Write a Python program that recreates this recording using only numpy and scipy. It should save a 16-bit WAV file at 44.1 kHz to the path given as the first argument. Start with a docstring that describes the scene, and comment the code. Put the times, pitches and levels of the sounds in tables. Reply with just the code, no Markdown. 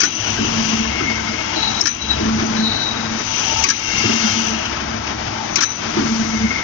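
"""A hydraulic punch snaps through steel tube about every two seconds; its die cracks, rebounds and rings.
Between hits friction makes the tubes slide, sing and squeal, and steel rattles faintly on the die.
On each stroke a valve knocks and the pump hums under load, over a bed of air hiss and workshop din.
Loud hits duck the whole mix through a gain control, and the shop noise swells back after them."""
import sys
import numpy as np
from scipy import signal
from scipy.fft import rfft, irfft
from scipy.io import wavfile
from scipy.ndimage import uniform_filter1d, minimum_filter1d

SR = 44100
rng = np.random.default_rng(int(sys.argv[2]) if len(sys.argv) > 2 else 0)


def wav_record(signal):
    """Record a signal, one row per channel, as 16-bit PCM in the file named by sys.argv[1]."""
    frames = np.transpose(np.atleast_2d(signal))
    bounded = np.clip(frames, -1, 1)
    # unit amplitude maps onto the largest positive 16-bit level
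    quanta = np.round(bounded * 32767).astype(np.int16)
    wavfile.write(sys.argv[1], SR, quanta)


N = 292383
TIME = np.arange(N) / SR
FREQS = np.maximum(np.fft.rfftfreq(N, 1 / SR), 1)
RIGHT_LAG_S = 0.000607
CHANNEL_LAG_S = np.array([[0], [RIGHT_LAG_S]])

# Table levels are faders within a layer, ahead of its trim.
# the punch breaks through: t/s, snap/dB, length/s, wall ring/dB, squeak/dB
PUNCHES = [(0.014, -1, 0.0043, -5, -51), (1.809, 0, 0.0043, -21, 3), (3.638, 0.5, .006, -2, -38),
           (5.5564, 2.5, 0.0039, -4.5, -15)]
# the die lets go and rebounds: t/s, length/s, die/dB, plate/dB, die pitch ratio, crack/dB
DIE_BLOWS = [(0.032, 0.006, -2.5, -1.5, 1.04, -10), (0.047, 0.0071, -10.5, -10.5, 1.1, -19),
             (1.822, 0.013, -18, -14.5, 0.87, -30), (1.854, 0.0051, -4.5, -3, 0.97, -13),
             (1.869, 0.0013, -6.5, -1, 1.2, 1.5), (1.875, 0.0028, -7, -14, 1.0, -12),
             (3.663, 0.012, -15, -22.5, 1.1, -25), (3.686, 0.0045, -7.5, -1.5, .95, -6),
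             (3.699, 0.01, -7, -4, .94, -19), (5.567, 0.006, -14.5, -10.5, .82, -19),
             (5.581, 0.0085, -7, -19, .8, -24), (5.606, 0.0061, -6.5, -3, 0.87, -5),
             (5.621, 0.004, -6, -6, .97, -11), (5.631, 0.0023, -5, -6, .93, -3.5)]
# the first punch's opening hit, then faint stray rattles: t/s, level/dB, length/s, plate send/dB
CLATTERS = [(.002, -2, 0.0029, 3.5), (1.279, -20.5, 0.011, -18), (2.383, -20, 0.025, -25),
            (4.055, -22, 0.016, -8), (4.649, -19, 0.014, -11), (5.071, -24, 0.0039, -11)]
# resonances of the steel impacts: f/Hz, width/Hz, level/dB
SNAP_MODES = [(5550, 140, -0.5), (6040, 410, 1.5), (6450, 150, -19), (4670, 310, -24)]
WALL_MODES = [(1134, 44, -0.5), (1340, 26, -6.5), (1550, 45, -4), (2220, 150, -2), (2600, 190, -1),
              (4700, 170, 0)]
DIE_MODES = [(1130, 67, -2), (1407, 40, 7), (1667, 110, 1), (1824, 100, 5), (2380, 130, 1), (2860, 650, -6),
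             (3340, 120, -1.5), (3950, 150, -3.5), (5040, 310, 0)]
PLATE_MODES = [(5020, 230, -6.5), (5646, 200, 7.5), (5834, 120, 5), (5995, 200, 8.5), (6500, 250, -14.5)]
TAIL_MODES = [(6120, 47, -3.5), (5980, 73, -18), (3940, 170, -14), (2380, 340, -15)]

# dry steel squeals on steel: t/s, length/s, level/dB, fade/(dB/s), pitch ratio
SQUEALS = [(1.622, .062, -19, 170, 1.014), (1.72, .008, -25, 260, 1.017), (1.765, .03, -22.5, 260, 1.016),
           (2.018, .03, -24, 200, 1.018), (2.09, .025, -22, 150, 1.014), (2.648, .022, -16.5, 320, .991),
           (2.712, .03, -20.5, 110, .995), (2.812, .055, -20.5, 130, 1.004), (2.93, .03, -29, 42, .999)]
# hard rubs, and one long drag: start/s, end/s, level/dB
HARD_RUBS = [(1.535, 1.686, -20.5), (2.554, 2.852, -23)]
LONG_SCRAPE = (3.75, 4.4, -24)
# tubes sliding in their guides: t/s, level/dB
SLIDE_LEVEL = [(.07, -16), (.28, -19), (.37, -23), (.73, -18.5), (1.24, -27.5), (1.57, -22), (1.69, -24.5),
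               (2.12, -23), (2.48, -38.5), (2.72, -58), (3.08, -36), (3.38, -17.5), (3.93, -21.5),
               (4.47, -19.5), (5.1, -45), (5.69, -29.5), (6.63, -34.5)]
# a rubbed tube sings, a tube grazes its guide, the feed whirrs: t/s, length/s, level/dB
SONGS = [(1.051, 0.051, -21.5), (3.918, 0.05, -22), (6.498, .16, -21)]
RASPS = [(0.215, .07, -26.5), (0.447, .04, -28), (4.63, .03, -27)]
FEEDS = [(1.66, 0.05, -25), (3.5, 0.12, -26.5), (5.356, 0.072, -28.5)]
# resonances driven by friction: f/Hz, width/Hz, level/dB
SQUEAL_MODES = [(3790, 20, 4.5), (3850, 43, 2.5), (4050, 45, 0.5), (4060, 35, -12.5)]
HARD_RUB_MODES = [(3965, 42, 9.5), (4250, 30, -6), (4280, 32, -1), (4375, 28, -0.5), (4435, 18, -6)]
SCRAPE_MODES = [(830, 12, -5), (1061, 6, -3), (1292, 7, 0), (1421, 8, -2), (1567, 6, -1), (1690, 7, -2),
                (2186, 8, 2), (2471, 7, -2), (2905, 7, 0), (3144, 6, 4), (3408, 6, -6), (3526, 6, -3),
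                (4683, 14, -2), (5173, 7, 0), (5367, 7, 2)]
SLIDE_MODES = [(2630, 14, -5), (2760, 52, -2.5), (2910, 50, -7.5), (3135, 63, -5), (3362, 31, -7),
               (2483, 36, -5.5)]
SONG_MODES = [(2158, 33, -3.5), (2140, 110, -9.5)]
RASP_MODES = [(2800, 80, -4), (3026, 55, -6.5), (2630, 30, -7.5)]
FEED_MODES = [(891.8, 3.5, 8.5), (883, 36, 0.5), (780, 42, -3), (950, 120, -16)]

# the pump takes the load: t/s, length/s, tone/dB, frame rumble/dB, valve knock/dB
STROKES = [(0.384, 0.488, -23.5, -28.5, -13), (2.197, 0.507, -22.5, -27, -13),
           (4.035, 0.517, -23, -40, -11), (5.965, 0.49, -22, -30.5, -9.5)]
# stray knocks in the oil lines: t/s, level/dB
STRAY_KNOCKS = [(1.003, -13), (2.382, -16), (2.425, -24), (2.86, -22)]
# steady motor and pump partials: f/Hz, level/dB
MOTOR_LINES = [(105, -41.5), (315, -40), (630, -40.5), (899, -53.5), (1335, -47)]
# rides of the motor drone, the air hiss and the jet's whistle: t/s, level/dB
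MOTOR_LEVEL = [(0, -60), (.4, -34), (.57, -51), (.9, -32), (1.17, -42), (1.7, -45), (2.1, -30.5),
               (2.35, -33.5), (2.5, -50), (3.3, -54), (3.6, -37), (4.15, -49), (4.75, -35), (5.08, -35.5),
               (5.55, -52), (6.2, -44), (6.42, -29), (6.63, -43)]
AIR_LEVEL = [(.07, -22.5), (.4, -24.5), (.73, -22), (.91, -28.5), (1.66, -27), (1.81, -25), (2.1, -29.5),
             (2.6, -29), (2.69, -32), (3.05, -31.5), (3.41, -20.5), (4.32, -19), (4.47, -23.5),
             (4.56, -28.5), (4.89, -36), (5.93, -29.5), (6.08, -24), (6.63, -31.5)]
WHISTLE_LEVEL = [(.07, -13), (.4, -29), (.73, -21.5), (.91, -30), (1.66, -41), (1.88, -15), (2.15, -32.5),
                 (2.48, -27), (2.7, -37), (3.05, -33.5), (3.4, -21), (3.73, -18.5), (3.82, -21),
                 (4.08, -24), (4.28, -21.5), (4.47, -22), (4.6, -33), (5.35, -41), (5.68, -15), (5.85, -34),
                 (6.08, -28.5), (6.63, -32.5)]
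# resonances of the jet and of loose panels: f/Hz, width/Hz, level/dB
WHISTLE_MODES = [(5946, 72, 1.5), (6130, 34, 0.5), (5980, 40, -1.5), (6300, 34, -17)]
PANEL_MODES = [(710, 37, -5), (1066, 55, -1), (1310, 39, 3.5), (1553, 70, 1), (1750, 50, -2.5),
               (2740, 70, -8.5), (3040, 90, -5), (3800, 110, -9), (4880, 130, -5.5)]

# EQ curves of the noise layers: f/Hz, level/dB
CRACK_EQ = [(1100, -9), (1700, -4), (3000, -8), (4500, 0.5), (5700, 14), (6500, -0.5), (7400, -15)]
THUD_EQ = [(90, -12.5), (300, -0.5), (430, -6), (560, -32), (1200, -11), (3000, -28.5), (7000, -46.5)]
RUMBLE_EQ = [(20, -9), (36, -13), (55, -6), (72, -13), (100, -0.5), (150, -5), (200, -6.5), (260, -7),
             (360, -12), (500, -23), (900, -48)]
AIR_EQ = [(1850, -31), (2200, 0.5), (2450, -5.5), (2580, -23.5), (2850, -6.5), (3200, -14.5), (3600, -4.5),
          (4300, -5), (4750, -3.5), (5700, 2.5), (6200, -2), (6350, -2.5), (6800, -7), (6950, -5.5),
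          (7500, -26.5)]
SHOP_EQ = [(250, -2), (350, -5), (560, -9), (640, -5), (900, -3), (1180, -4.5), (1350, -3.5), (1700, -8),
           (1850, -7), (2100, -5.5), (2580, -6.5), (2900, -10), (3600, -11), (4100, -14), (5000, -11.5),
           (6100, -11.5), (6700, -19.5), (7400, -47.5)]
# stereo likeness: f/Hz, share of noise power common to both channels
LIKENESS = [(60, 1), (100, 1), (220, 0.99), (400, 0.26), (1000, 0.053), (2000, 0.82), (7000, 0.31)]
# shading of the right channel: f/Hz, level/dB
RIGHT_SHADE = [(230, 0), (350, -1), (540, -4), (840, -9), (1300, -6.5), (2000, -10.5), (3100, -12),
               (4000, -13.5), (4800, -15.5), (5500, -29.5), (6200, -23.5), (6600, -20.5), (7000, -24.5),
               (7500, -36)]


def punch():
    """The tube wall snaps and rings; a binding punch squeaks."""
    snap, shear, binding = np.zeros((3, N))
    for start, snap_db, length, wall_db, squeak_db in PUNCHES:
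        snap += from_db(snap_db) * burst(start, length, rise=0.001, t60=0.034)
        shear += from_db(wall_db) * burst(start, length, rise=0.001, t60=0.08)
        squeak_tail = from_db(-19) * burst(start, length, rise=0.002, t60=0.17)
        binding += from_db(squeak_db) * (burst(start, length, rise=0.002, t60=0.022) + squeak_tail)
    crack = snap * noise(resonances(SNAP_MODES))
    wall = struck(shear, WALL_MODES) * boost_right(2)
    squeak = binding * tone(5455, wander_hz=20, flutter_db=1)
    return crack + wall + squeak, snap   # the force also feeds the steel tail


def die_rebound():
    """The die lets go with a crack and rattles on its plate; gives the sound and the plate force."""
    clank = np.zeros((2, N))
    on_plate, transient = np.zeros((2, N))
    for start, length, die_db, plate_db, pitch, crack_db in DIE_BLOWS:
        force = burst(start, length, rise=0.001, t60=0.062)
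        clank += struck(from_db(die_db) * force, retuned(DIE_MODES, pitch))
        on_plate += from_db(plate_db) * force
        transient += from_db(crack_db) * burst(start, length=0.001, rise=0.0003, t60=0.012)
    crack = transient * noise(eq(CRACK_EQ))
    return crack + clank * boost_right(2) + struck(on_plate, PLATE_MODES), on_plate


def steel_tail(force, t60=0.4):
    """The steel stores the energy of the blows and lets it go as a bright ring."""
    retained = from_db(-120 / (t60 * SR))
    energy = signal.lfilter([1 - retained], [1, -retained], force ** 2)
    return from_db(-7.5) * np.sqrt(energy + 1e-18) * noise(resonances(TAIL_MODES))


def steel_clatter():
    """Steel clatters on the die and plate: the first punch's loud opening hit, then faint rattles."""
    on_die, on_plate = np.zeros((2, N))
    for start, db, length, send_db in CLATTERS:
        force = from_db(db) * burst(start, length, rise=0.00091, t60=0.067)
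        on_die += force
        on_plate += from_db(send_db) * force
    return from_db(-3.5) * struck(on_die, DIE_MODES) * boost_right(5.1) + struck(on_plate, PLATE_MODES)


def squeals(hz=3825, overshoot=0.018, settle_s=0.012):
    """Stick and slip lock on to a fluttering tone that starts sharp and stirs the modes beside it."""
    voices = np.zeros((2, N))
    for start, length, db, fade, pitch in SQUEALS:
        bend = 1 + overshoot * np.exp(-np.maximum(TIME - start, 0) / settle_s)
        locked = from_db(-2) * tone(hz * pitch * bend, wander_hz=8.96, flutter_db=4.5)
        grit = from_db(-3.5) * noise(resonances(retuned(SQUEAL_MODES, pitch)))
        envelope = from_db(db) * swell(start, length, rise_db_per_s=601, fall_db_per_s=fade)
        voices += envelope * (locked + grit)
    flutter = from_db(-0.5 + 2.3 * drift(40))
    return flutter * voices * boost_right(1.3)


def screech():
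    """Hard rubs wake the squeal's upper modes."""
    pressure = sum(from_db(db) * burst(start, end - start, rise=0.033, t60=0.06)
                   for start, end, db in HARD_RUBS)
    return from_db(1) * pressure * noise(resonances(HARD_RUB_MODES)) * boost_right(4.9)


def long_scrape(lock_delay_s=0.15, lock_s=0.16):
    """A dragging tube stirs ever different wall modes, and midway locks on to two close ones."""
    start, end, db = LONG_SCRAPE
    upper = from_db(-4) * tone(2784, wander_hz=3.3, flutter_db=3)
    lower = tone(2746, wander_hz=1.16, flutter_db=1.5)
    lock = from_db(2.5) * swell(start + lock_delay_s, lock_s, rise_db_per_s=42, fall_db_per_s=45)
    drag = burst(start, end - start, rise=0.042, t60=0.43)
    return from_db(db) * (lock * (lower + upper) + drag * shifting(SCRAPE_MODES, sway_db=4, rate_hz=8))


def sliding_tubes():
    """Friction in the guides drives the tube modes: a metallic slide, brief singing and dry rasps."""
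    slide = from_db(-3.5) * automation(SLIDE_LEVEL) * noise(resonances(SLIDE_MODES))
    song = swells(SONGS, rise_db_per_s=45, fall_db_per_s=22) * noise(resonances(SONG_MODES))
    grazing = swells(RASPS, rise_db_per_s=65, fall_db_per_s=98)
    rasp = grazing * from_db(2 * drift(35)) * noise(resonances(RASP_MODES))
    return slide + song + rasp


def feed(idle_db=-37):
    """The feed whirrs softly and swells just ahead of a punch."""
    feeding = swells(FEEDS, rise_db_per_s=86, fall_db_per_s=76.5)
    return (from_db(idle_db) + feeding) * noise(resonances(FEED_MODES))


def surges(bounce_s=0.056, bounce_db=-7.5, recoil_s=0.0113, recoil_db=-11.5):
    """Oil surges as t/s, level/dB: two as the valve opens, one after each punch, and the strays."""
    openings = [(start, db) for start, *_, db in STROKES]
    bounces = [(start + bounce_s, db + bounce_db) for start, db in openings]
    recoils = [(start + recoil_s, recoil_db) for start, *_ in PUNCHES]
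    return openings + bounces + recoils + list(STRAY_KNOCKS)


def pipe_knocks(start_hz=410, end_hz=225, settle_s=0.04):
    """Each pressure surge thumps the pipes: a short falling note in a dull thud."""
    note, thud = np.zeros((2, N)), np.zeros(N)
    for start, db in surges():
        age = np.maximum(TIME - start - CHANNEL_LAG_S, 0)
        cycles = end_hz * age + (start_hz - end_hz) * settle_s * (1 - np.exp(-age / settle_s))
        envelope = from_db(db) * burst(start, length=0.0012, rise=0.0042, t60=0.44)
        note += envelope * np.sin(2 * np.pi * (cycles + rng.random()))
        thud += envelope
    return from_db(-7) * note + from_db(-8.5) * thud * noise(eq(THUD_EQ))


def pump(hz=222.4, idle_db=-38.5, prime_s=0.14, recharge_delay_s=0.24, recharge_s=0.22):
    """The pistons hum louder as they take up the slack, drive the stroke and top up the pressure."""
    load = from_db(idle_db + 4 * drift(5.8))
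    for start, length, tone_db, *_ in STROKES:
        prime = (start - prime_s, prime_s, -34.5)
        drive = (start, length, tone_db)
        recharge = (start + length + recharge_delay_s, recharge_s, -31.5)
        for onset, hold, db in (prime, drive, recharge):
            load = np.maximum(load, from_db(db) * burst(onset, hold, rise=0.031, t60=0.19))
    fundamental = tone(hz, wander_hz=1.62, flutter_db=3.5)
    octave = from_db(-17) * tone(2 * hz, wander_hz=3, flutter_db=3)
    return load * (fundamental + octave)


def frame_rumble(idle_db=-35):
    """The strokes shake the frame, adding weight to its low idle rumble."""
    shake = from_db(idle_db + 1.8 * drift(3.2))
    for start, _, _, rumble_db, _ in STROKES:
        envelope = swell(start, length=0.14, rise_db_per_s=53.5, fall_db_per_s=11)
        shake = np.maximum(shake, from_db(rumble_db) * envelope)
    return shake * noise(eq(RUMBLE_EQ))


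def motor(hz=70):
    """The motor's drone comes and goes under a steady set of partials."""
    drone = automation(MOTOR_LEVEL) * tone(hz, wander_hz=1.4, flutter_db=3.5)
    return drone + sum(from_db(db) * tone(f, wander_hz=1.28, flutter_db=5.5) for f, db in MOTOR_LINES)


def air_jet():
    """A jet of air hisses, with a rough whistle on top that flits between close pitches."""
    whistle = automation(WHISTLE_LEVEL) * shifting(WHISTLE_MODES, sway_db=2.5, rate_hz=20, count=2)
    hiss = from_db(1) * automation(AIR_LEVEL) * noise(eq(AIR_EQ))
    return hiss + whistle


def workshop():
    """A bed of machine din and rattling panels that lifts a little with each stroke."""
    working = sum(swell(start, 0.092, rise_db_per_s=48, fall_db_per_s=18.5) for start, *_ in STROKES)
    din = from_db(-23 + 1.56 * drift(17)) * noise(eq(SHOP_EQ) * reflections())
    panels = from_db(-31) * shifting(PANEL_MODES, sway_db=4.5, rate_hz=24)
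    return (1 + from_db(-18.5) * working) * (din + panels)


def reflections(strength=0.32, count=16):
    """Early echoes off the casing and the floor ripple the spectrum."""
    echoes = np.zeros(N)
    delays = (rng.uniform(0.003, 0.045, count) * SR).astype(int)
    echoes[delays] = rng.choice([-1, 1], count) / np.sqrt(count)
    return np.abs(1 + strength * rfft(echoes))


def struck(force, modes, contacts_per_s=2600):
    """Irregular steel contacts, as hard as the force, set each mode ringing."""
    chance = contacts_per_s / SR
    slips = np.floor(np.cumsum(chance * rng.exponential(1, N)))
    contacts = (np.diff(slips, prepend=0) > 0) * rng.choice([-1, 1], N) / np.sqrt(chance)
    age = np.maximum(TIME[:SR // 8] - CHANNEL_LAG_S, 0)
    ring = np.zeros_like(age)
    for k, (hz, width, db) in enumerate(modes):
        stereo_phase = np.array([[0], [1.1 * rng.standard_normal()]])
        decay = from_db(db) * width * (age > 0) * np.exp(-np.pi * width * age)
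        ring += (-1) ** k * decay * np.sin(2 * np.pi * hz * age + stereo_phase)
    ring /= np.sqrt(np.sum(ring[0] ** 2))
    return signal.fftconvolve((force * contacts)[None], ring, axes=1)[:, :N]


def noise(response):
    """Filtered stereo noise at unit rms: a shared part that reaches the left first, and a diffuse part."""
    shared, left, right = rfft(rng.standard_normal((3, N)))
    alike = np.clip(across_hz(LIKENESS), 0, 1)
    direct = np.sqrt(alike) * shared * np.exp(-2j * np.pi * FREQS * CHANNEL_LAG_S)
    diffuse = np.sqrt(1 - alike) * np.array([left, right])
    return rms_one(irfft((direct + diffuse) * response, N))


def shifting(modes, sway_db, rate_hz, count=3):
    """A moving texture: groups of modes come and go on their own."""
    groups = [resonances(modes[k::count]) for k in range(count)]
    return rms_one(sum(np.linalg.norm(group) * from_db(sway_db * drift(rate_hz)) * noise(group)
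                       for group in groups))


def tone(hz, wander_hz, flutter_db):
    """An unsteady sine that reaches the left first."""
    phase = 2 * np.pi * np.cumsum(hz + wander_hz * drift(4.97)) / SR
    lag = 2 * np.pi * hz * CHANNEL_LAG_S
    return np.sqrt(2) * np.sin(phase - lag) * from_db(flutter_db * drift(15))


def burst(start, length, rise, t60):
    """Contact envelope: linear attack, hold, exponential release; times in seconds."""
    envelope = np.zeros(N)
    sounding = (TIME > start) & (TIME < start + length + 2 * t60)
    age = TIME[sounding] - start
    envelope[sounding] = np.minimum(age / rise, 1) * from_db(-60 * np.maximum(age - length, 0) / t60)
    return envelope


def swell(start, length, rise_db_per_s, fall_db_per_s):
    """An envelope that fades in up to its start, holds and fades out."""
    before, after = np.maximum(start - TIME, 0), np.maximum(TIME - start - length, 0)
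    return from_db(-rise_db_per_s * before - fall_db_per_s * after)


def swells(cues, rise_db_per_s, fall_db_per_s):
    """One swell per row of t/s, length/s, level/dB, summed."""
    return sum(from_db(db) * swell(t, length, rise_db_per_s, fall_db_per_s) for t, length, db in cues)


def drift(rate_hz, step=32):
    """Smooth random modulation at unit rms."""
    count = N // step + 2
    hz = np.fft.rfftfreq(count, step / SR)
    slow = irfft(rfft(rng.standard_normal(count)) / (1 + (hz / rate_hz) ** 2), count)
    return np.interp(TIME, np.linspace(0, N / SR, count), rms_one(slow))


def automation(rows):
    """A fader ride from rows of t/s, level/dB."""
    return from_db(np.interp(TIME, *np.transpose(rows)))


def resonances(modes):
    """Gain per frequency of a body with steep-sided resonances."""
    return sum(from_db(db) / (1 + ((FREQS - hz) / width) ** 2) for hz, width, db in modes)


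def retuned(modes, ratio):
    """The same modes at another pitch."""
    return [(hz * ratio, width, db) for hz, width, db in modes]


def eq(points):
    """Gain per frequency of an EQ curve, rolling off below its first point."""
    return from_db(across_hz(points)) * np.minimum(FREQS / points[0][0], 1) ** 2


def across_hz(points):
    """A table read on a log-frequency axis."""
    hz, value = np.transpose(points)
    return np.interp(np.log(FREQS), np.log(hz), value)


def boost_right(db):
    """Channel gains that lean a source to the right."""
    return np.array([[1], [from_db(db)]])


def from_db(db):
    """Decibels to gain."""
    return 10 ** (np.asarray(db) / 20)


def rms_one(x):
    """Scale to unit rms."""
    return x / np.sqrt(np.mean(x ** 2) + 1e-20)


def scene():
    """Hits, friction, hydraulics and bed, with the treble shaded on the right."""
    snaps, snap_force = punch()
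    rebounds, plate_force = die_rebound()
    hits = snaps + rebounds + steel_tail(snap_force + plate_force) + steel_clatter()
    friction = squeals() + screech() + long_scrape() + sliding_tubes() + feed()
    hydraulics = pipe_knocks() + pump() + frame_rumble() + motor()
    left, right = hits + friction + hydraulics + air_jet() + workshop()
    return np.array([left, irfft(rfft(right) * from_db(across_hz(RIGHT_SHADE)), N)])


def gain_control(x, threshold_db=-4.5, release_db_per_s=38, hold_s=0.1):
    """Loud moments duck both channels at once; the gain holds, then creeps back."""
    power = uniform_filter1d(np.max(x ** 2, axis=0), size=220)
    over_db = np.maximum(10 * np.log10(np.maximum(power, 1e-12)) - threshold_db, 0)
    hold = int(hold_s * SR)
    held_db = -minimum_filter1d(-over_db, hold, origin=(hold - 1) // 2)
    release_db = release_db_per_s * TIME
    cut_db = np.maximum.accumulate(held_db + release_db) - release_db
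    return x * from_db(-uniform_filter1d(cut_db, size=130))


def record(dry):
    """Master chain: gain control, soft clipping and a steep high cut."""
    rounded = 1.211 * np.tanh(gain_control(dry) / 1.305)
    high_cut = signal.ellip(10, 0.1, 80, 7600, fs=SR, output="sos")
    return signal.sosfilt(high_cut, rounded)


dry = scene()
out = record(dry)
wav_record(out)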